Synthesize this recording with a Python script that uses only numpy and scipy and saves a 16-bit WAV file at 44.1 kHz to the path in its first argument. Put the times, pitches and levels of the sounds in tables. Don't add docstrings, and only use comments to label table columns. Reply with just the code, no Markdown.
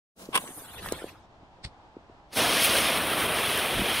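import sys
import numpy as np
from scipy import signal
from scipy.fft import rfft, irfft, next_fast_len
from scipy.io import wavfile
from scipy.ndimage import uniform_filter1d, map_coordinates

SR = 44100
rng = np.random.default_rng(int(sys.argv[2]) if len(sys.argv) > 2 else 0)


def dump(signal):
    limited = np.clip(np.atleast_2d(signal).T, -1, 1)
    pcm = np.round(limited * 32767).astype(np.int16)
    wavfile.write(sys.argv[1], SR, pcm)


N = 176400
TIME = np.arange(N) / SR
SIZE = 2 * next_fast_len(N // 2 + 4096)
HZ = np.maximum(np.arange(SIZE // 2 + 1) * SR / SIZE, 1)

# time_s, roar_db, hiss_db, upper_hiss_db, sizzle_db
JET_LEVEL = [(2.28, -90, -90, -93, -100), (2.318, -61, -61, -66, -71.5), (2.332, -45, -44, -46, -48),
             (2.352, -45.5, -45.5, -45, -41), (2.372, -28.5, -30.5, -35, -30.5),
             (2.415, -27.5, -27, -32, -33), (2.45, -28, -29.5, -36, -34), (2.59, -30.5, -28.5, -34, -32.5),
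             (2.648, -32, -26, -32.5, -24), (2.685, -30.5, -27.5, -34.5, -32),
             (2.775, -30, -27, -35.5, -32), (2.825, -32.5, -30, -37, -32.5), (2.87, -30.5, -27, -37, -34),
             (2.97, -30.5, -32, -43.5, -36.5), (3.06, -32, -32.5, -47, -36.5), (3.21, -29, -30.5, -43, -34),
             (3.3, -32, -33, -49, -37), (3.38, -31.5, -31.5, -43.5, -36), (3.56, -32.5, -30.5, -42, -35.5),
             (3.7, -33, -32.5, -47, -38), (3.91, -32, -31, -43, -37.5), (4.0, -34.5, -29, -39.5, -36.5)]
# pitch_hz, level_db
WIDTH_AHEAD = [(60, -20), (400, -21.5), (1200, -27), (2500, -25), (5000, -23), (6200, -29), (7800, -18),
               (15000, -14.5)]
# pitch_hz, level_db
WIDTH_ASIDE = [(60, -21.5), (400, -13), (1500, -10), (4000, -1), (9000, -2), (14000, -6.5)]


def from_db(db):
    return 10 ** (np.asarray(db) / 20)


def rms_one(x):
    return x / np.sqrt(np.mean(x ** 2) + 1e-20)


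def gains(rows):
    times, *columns = np.transpose(rows)
    return [from_db(np.interp(TIME, times, db)) * (TIME >= times[0]) for db in columns]


def passing(rows):
    return [gain * (TIME <= rows[-1][0]) for gain in gains(rows)]


def at_hz(points):
    hz, value = np.transpose(points)
    return np.interp(np.log(HZ), np.log(hz), value)


def filtered(x, response):
    return irfft(rfft(x, SIZE) * response, SIZE)[..., :N]


def low_pass(hz):
    return 1 / (1 + (HZ / hz) ** 6)


def colour(x, points):
    cepstrum = irfft(np.log(from_db(at_hz(points))), SIZE)
    cepstrum[1:SIZE // 2] *= 2
    cepstrum[SIZE // 2 + 1:] = 0
    return filtered(x, np.exp(rfft(cepstrum)))


def resonance(x, hz, width_hz):
    radius = np.exp(-np.pi * width_hz / SR)
    top = np.array([1, 0, -1]) * (1 - radius ** 2) / 2
    bottom = [1, -2 * radius * np.cos(2 * np.pi * hz / SR), radius ** 2]
    return signal.lfilter(top, bottom, x + 1e-18)


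def drift(rate_hz):
    return rms_one(filtered(rng.standard_normal(N), 1 / (1 + (HZ / rate_hz) ** 2)))


def clicks(per_s, spread_db):
    sizes = from_db(spread_db * np.minimum(rng.exponential(1, N), 4.5))
    happens = rng.random(N) < per_s / SR
    return sizes * rng.choice([-1, 1], N) * happens


def widen(mid, width):
    side = from_db(at_hz(width))
    unlike = filtered(rng.standard_normal(N), side) * np.array([[1], [-1]])
    return filtered(mid + unlike, 1 / np.sqrt(1 + side ** 2))


def grainy(per_s, spread_db, share, width):
    grains = rms_one(clicks(per_s, spread_db))
    mid = np.sqrt(share) * grains + np.sqrt(1 - share) * rng.standard_normal(N)
    return widen(mid, width)


def bursts(rows):
    power = 0
    for peak_s, db, rise_s, fall_s in rows:
        distance = np.maximum((peak_s - TIME) / rise_s, (TIME - peak_s) / fall_s)
        power = power + from_db(db - 20 * np.minimum(distance, 10)) ** 2
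    return np.sqrt(power)


def flicker(x, depth_db, size, patch_size):
    spectra = signal.stft(x, nperseg=size)[2]
    chance = rng.standard_normal(spectra.shape[1:])
    patches = rms_one(uniform_filter1d(chance, size=patch_size, axis=0))
    return signal.istft(spectra * from_db(depth_db * patches), nperseg=size)[1][:, :N]


def from_side(x, lead_ms):
    shift = lead_ms / 1000 * SR / 2
    left, right = x
    moved = [(left, np.arange(N) + shift), (right, np.arange(N) - shift)]
    return np.array([map_coordinates(side, [places], order=3) for side, places in moved])


def rustle():
    # time_s, level_db
    rustle_level = [(.15, -99), (.165, -63), (.19, -49.5), (.225, -44.5), (.28, -55), (.33, -52.5),
                    (.36, -88.5)]
    # pitch_hz, level_db
    rustle_colour = [(80, -51.5), (184, 0.5), (227, -0.5), (291, -12.5), (660, -6), (814, -23),
                     (1070, -12.5), (1770, -20), (9660, -21), (15000, -26.5)]
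    rubbing = grainy(4300, spread_db=7.5, share=0.27, width=WIDTH_ASIDE)
    return passing(rustle_level)[0] * rms_one(colour(rubbing, rustle_colour))


def strike():
    # peak_s, level_db, rise_s, fall_s
    slips = [(.3315, -35, .007, 0.098), (.346, -26.5, .008, .01), (.355, -17.5, 0.012, 0.018),
             (.3605, -19, 0.008, 0.0073), (.3635, -22.5, .002, 0.013), (.3762, -17.5, .004, 0.0066),
             (.382, -29, .008, 0.013)]
    # pitch_hz, level_db
    scrape_colour = [(70, -38.5), (190, -20.5), (320, -17.5), (450, -15), (850, -15.5), (1060, -12.5),
                     (1350, -22), (1530, -8.5), (1850, -24), (2200, -9), (2420, -17.5), (2650, -10.5),
                     (3450, -12.5), (4000, -24), (5200, -24), (7000, -32.5), (8400, -14), (9400, -9.5),
                     (10500, -20.5), (15500, -35.5)]
    treble_from_hz, treble_extra_exponent = 5006, 0.69
    box_hz, box_width_hz, box_db = 1069, 90, -7

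    grit = grainy(7000, spread_db=0.2, share=0.32, width=WIDTH_ASIDE)
    scrape = rms_one(colour(grit, scrape_colour))
    body = filtered(scrape, low_pass(treble_from_hz))
    treble = scrape - body
    pressure = bursts(slips)
    brightness = (pressure / pressure.max()) ** treble_extra_exponent

    grating = pressure * grit
    ring = rms_one(resonance(grating, box_hz, box_width_hz))
    box = from_db(box_db) * np.std(grating) * ring
    return box + pressure * (body + treble * brightness)


def air():
    # pitch_hz, level_db
    air_colour = [(20, -4), (70, 1.5), (130, -2), (220, -7), (330, -4.5), (500, -8), (680, -3.5), (860, -1),
                  (1100, -8), (1500, -13.5), (2200, -18.5), (3300, -20.5), (5000, -27), (8000, -38),
                  (14000, -64)]
    # pitch_hz, level_db
    air_width = [(40, -12), (200, -10), (800, -11.5), (2000, 4.5), (14000, -7.5)]
    level_db, waver_db, start_s, fade_s = -55, 0.71, 0.154, 0.068
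    fade = np.clip((TIME - start_s) / fade_s, 0, 1)
    noise = widen(rng.standard_normal(N), air_width)
    return fade * from_db(level_db + waver_db * drift(6.7)) * rms_one(colour(noise, air_colour))


def snaps():
    # start_s, level_db, centre_hz
    snap_rows = [(0.2546, -43.5, 4360), (0.4756, -40, 2230), (0.887, -33, 2940), (0.922, -24.5, 9000)]
    t60_s, width_share = 0.025, 0.7
    white, out = rng.standard_normal(N), np.zeros(N)
    for start_s, db, hz in snap_rows:
        age = np.clip((TIME - start_s) / t60_s, 0, 2)
        fall = (TIME >= start_s) * np.exp(-np.log(1000) * age)
        out += from_db(db) * fall * rms_one(resonance(white, hz, hz * width_share))
    return out


def pops():
    # start_s, level_db, starting_pitch_hz
    pop_rows = [(0.2884, -27, 397), (0.44, -31, 660), (0.49, -36, 430), (0.505, -37, 318),
                (0.62, -40.5, 444), (0.8607, -22.5, 1230), (0.9219, -16.5, 485), (1.02, -29.5, 525),
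                (1.042, -24, 483), (1.431, -42.5, 343), (1.586, -46, 600), (1.967, -30, 413),
                (2.097, -41, 410), (3.1165, -24, 413), (3.7931, -20, 310), (3.8166, -18, 1200),
                (3.8177, -19.5, 266)]
    cycles_to_peak, sag = 0.61, 0.21
    grit_db, grit_top_hz, grit_fall_s = -22.5, 890, 0.024
    grit = rms_one(filtered(rng.standard_normal(N), low_pass(grit_top_hz)))
    out = np.zeros(N)
    for start_s, db, hz in pop_rows:
        since = np.clip(TIME - start_s, 0, 1)
        cycles = np.log1p(sag * hz * since) / sag
        age = cycles / cycles_to_peak
        swing = age ** 2 * np.exp(2 * (1 - age)) * np.sin(2 * np.pi * cycles)
        trail = grit * np.minimum(age, 1) * np.exp(-since / grit_fall_s)
        out += from_db(db) * (swing + from_db(grit_db) * trail)
    return out


def flare():
    # time_s, flame_db, fizz_db
    flare_level = [(.35, -71, -73), (.39, -48.5, -43), (.48, -44.5, -44.5), (.53, -54.5, -48),
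                   (.585, -50, -43.5), (.69, -46.5, -51), (.755, -45.5, -45), (.8, -42.5, -55),
                   (.865, -43, -41), (.905, -42.5, -49), (1.0, -45, -50.5), (1.09, -48, -59.5),
                   (1.17, -60, -74), (1.26, -67, -99)]
    # pitch_hz, level_db
    flame_colour = [(60, -7.5), (130, -3.5), (400, -4), (1300, -5.5), (2400, -11), (3400, -7), (5000, -16),
                    (8000, -19.5), (15000, -64.5)]
    # pitch_hz, level_db
    fizz_colour = [(3000, -21), (6500, -5.5), (7600, -6), (9200, 1), (11000, -1.5), (13000, -3),
                   (14200, -12), (15500, -19)]
    flame_level, fizz_level = passing(flare_level)
    burn = grainy(9000, spread_db=-0.5, share=0.23, width=WIDTH_ASIDE)
    burn = flicker(burn, depth_db=5.5, size=2048, patch_size=14)
    flutter = from_db(1.4 * drift(10))
    flame = flame_level * flutter * rms_one(colour(burn, flame_colour))
    return flame + fizz_level * rms_one(colour(burn, fizz_colour))


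def thuds():
    # peak_s, level_db, rise_s, fall_s
    puffs = [(.8, -49.5, 0.16, 0.6), (1.652, -34, 0.0064, 0.011), (1.665, -36, 0.016, 0.024),
             (3.25, -45, 0.11, 0.078), (3.76, -33.5, 0.05, 0.081), (3.81, -32, 0.05, 0.027)]
    # pitch_hz, level_db
    puff_colour = [(25, -10), (75, 2), (300, -16.5), (2000, -64.5)]
    noise = widen(rng.standard_normal(N), WIDTH_AHEAD)
    return bursts(puffs) * rms_one(colour(noise, puff_colour))


def crunch():
    # peak_s, level_db, rise_s, fall_s
    crumblings = [(1.644, -40, 0.01, 0.0034), (1.6502, -34.5, 0.013, 0.011), (1.6585, -45.5, 0.0019, 0.034)]
    # pitch_hz, level_db
    snow_colour = [(500, 1), (1200, -7), (1850, 3.5), (3000, -1), (4400, 7), (5400, 1), (6500, -14),
                   (8700, -5), (9700, -14), (11000, -55)]
    break_s, crack_peak_db = 1.6442, -27
    crack = colour(signal.unit_impulse(N, int(break_s * SR)), snow_colour)
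    crack = from_db(crack_peak_db) * crack / np.abs(crack).max()
    crumbs = grainy(3400, spread_db=2.5, share=0.5, width=WIDTH_ASIDE)
    return crack + bursts(crumblings) * rms_one(colour(crumbs, snow_colour))


def jet():
    edges_hz = [10, 1600, 4000, 8000, 17000]
    # pitch_hz, level_db
    jet_colour = [(25, -33), (60, -4.5), (100, -4.5), (150, -4.5), (300, 0), (600, 1), (950, -2.5),
                  (1200, -3), (1800, 0), (2600, 1.5), (3300, 1.5), (4200, -2), (5500, -5.5), (6400, -8),
                  (7200, -14.5), (7900, -12), (8900, -4), (10600, -5.5), (12200, -10.5), (15500, -10)]
    # pitch_hz, width_hz, level_db
    neck_rows = [(640, 38, -10), (1156, 150, -5.5), (2470, 90, -9), (3230, 63, -3), (5420, 260, -6),
                 (10440, 410, -6)]
    neck_follows = 0.33
    flutter_hz, shared_flutter_db, own_flutter_db = 14, 0.44, 0.253

    levels = gains(JET_LEVEL)
    hiss = levels[1]
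    burn = grainy(8000, spread_db=2.4, share=0.55, width=WIDTH_AHEAD)
    neck = sum(from_db(db) * resonance(burn, hz, width_hz) for hz, width_hz, db in neck_rows)
    neck = neck * (hiss / hiss.max() + 1e-9) ** neck_follows
    gas = colour(flicker(burn + neck, depth_db=2.3, size=1024, patch_size=2), jet_colour)

    surge, out = drift(flutter_hz), 0
    for level, low_hz, high_hz in zip(levels, edges_hz, edges_hz[1:]):
        band = 1 / (1 + (HZ / high_hz) ** 12) - 1 / (1 + (HZ / low_hz) ** 12)
        flutter_db = shared_flutter_db * surge + own_flutter_db * drift(flutter_hz)
        out = out + level * rms_one(filtered(gas, band)) * from_db(flutter_db)
    return out


def sparks():
    # start_s, size_db
    large_sparks = [(2.6855, -18), (2.7325, -17), (2.754, -19), (3.0708, -8), (3.3467, -17), (3.5757, -5),
                    (3.6285, -12.5), (3.8, -21)]
    # pitch_hz, level_db
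    spark_colour = [(200, -20), (1000, 3), (3200, 1), (5000, -9), (7200, -11), (9500, 2), (15500, -1)]
    roar = gains(JET_LEVEL)[0]
    cracks = from_db(4) * roar * clicks(110, spread_db=1.6)
    for start_s, db in large_sparks:
        cracks[int(start_s * SR)] -= from_db(db)
    uneven = from_db(rng.standard_normal((2, N)))
    return colour(cracks * uneven, spark_colour)


def scene():
    # time_s, lead_ms
    match_lead = [(.2, 0.19), (.6, 0.084), (.9, 0.058), (1.1, 0.007)]
    lead_ms = np.interp(TIME, *np.transpose(match_lead))
    match = from_side(rustle() + strike() + snaps() + pops() + flare(), lead_ms)
    snow = from_side(crunch(), lead_ms=-0.13)
    return match + air() + thuds() + snow + jet() + sparks()


def record(dry):
    return filtered(dry, 1 / np.sqrt(1 + (HZ / 15750) ** 1000))


dry = scene()
out = record(dry)
dump(out)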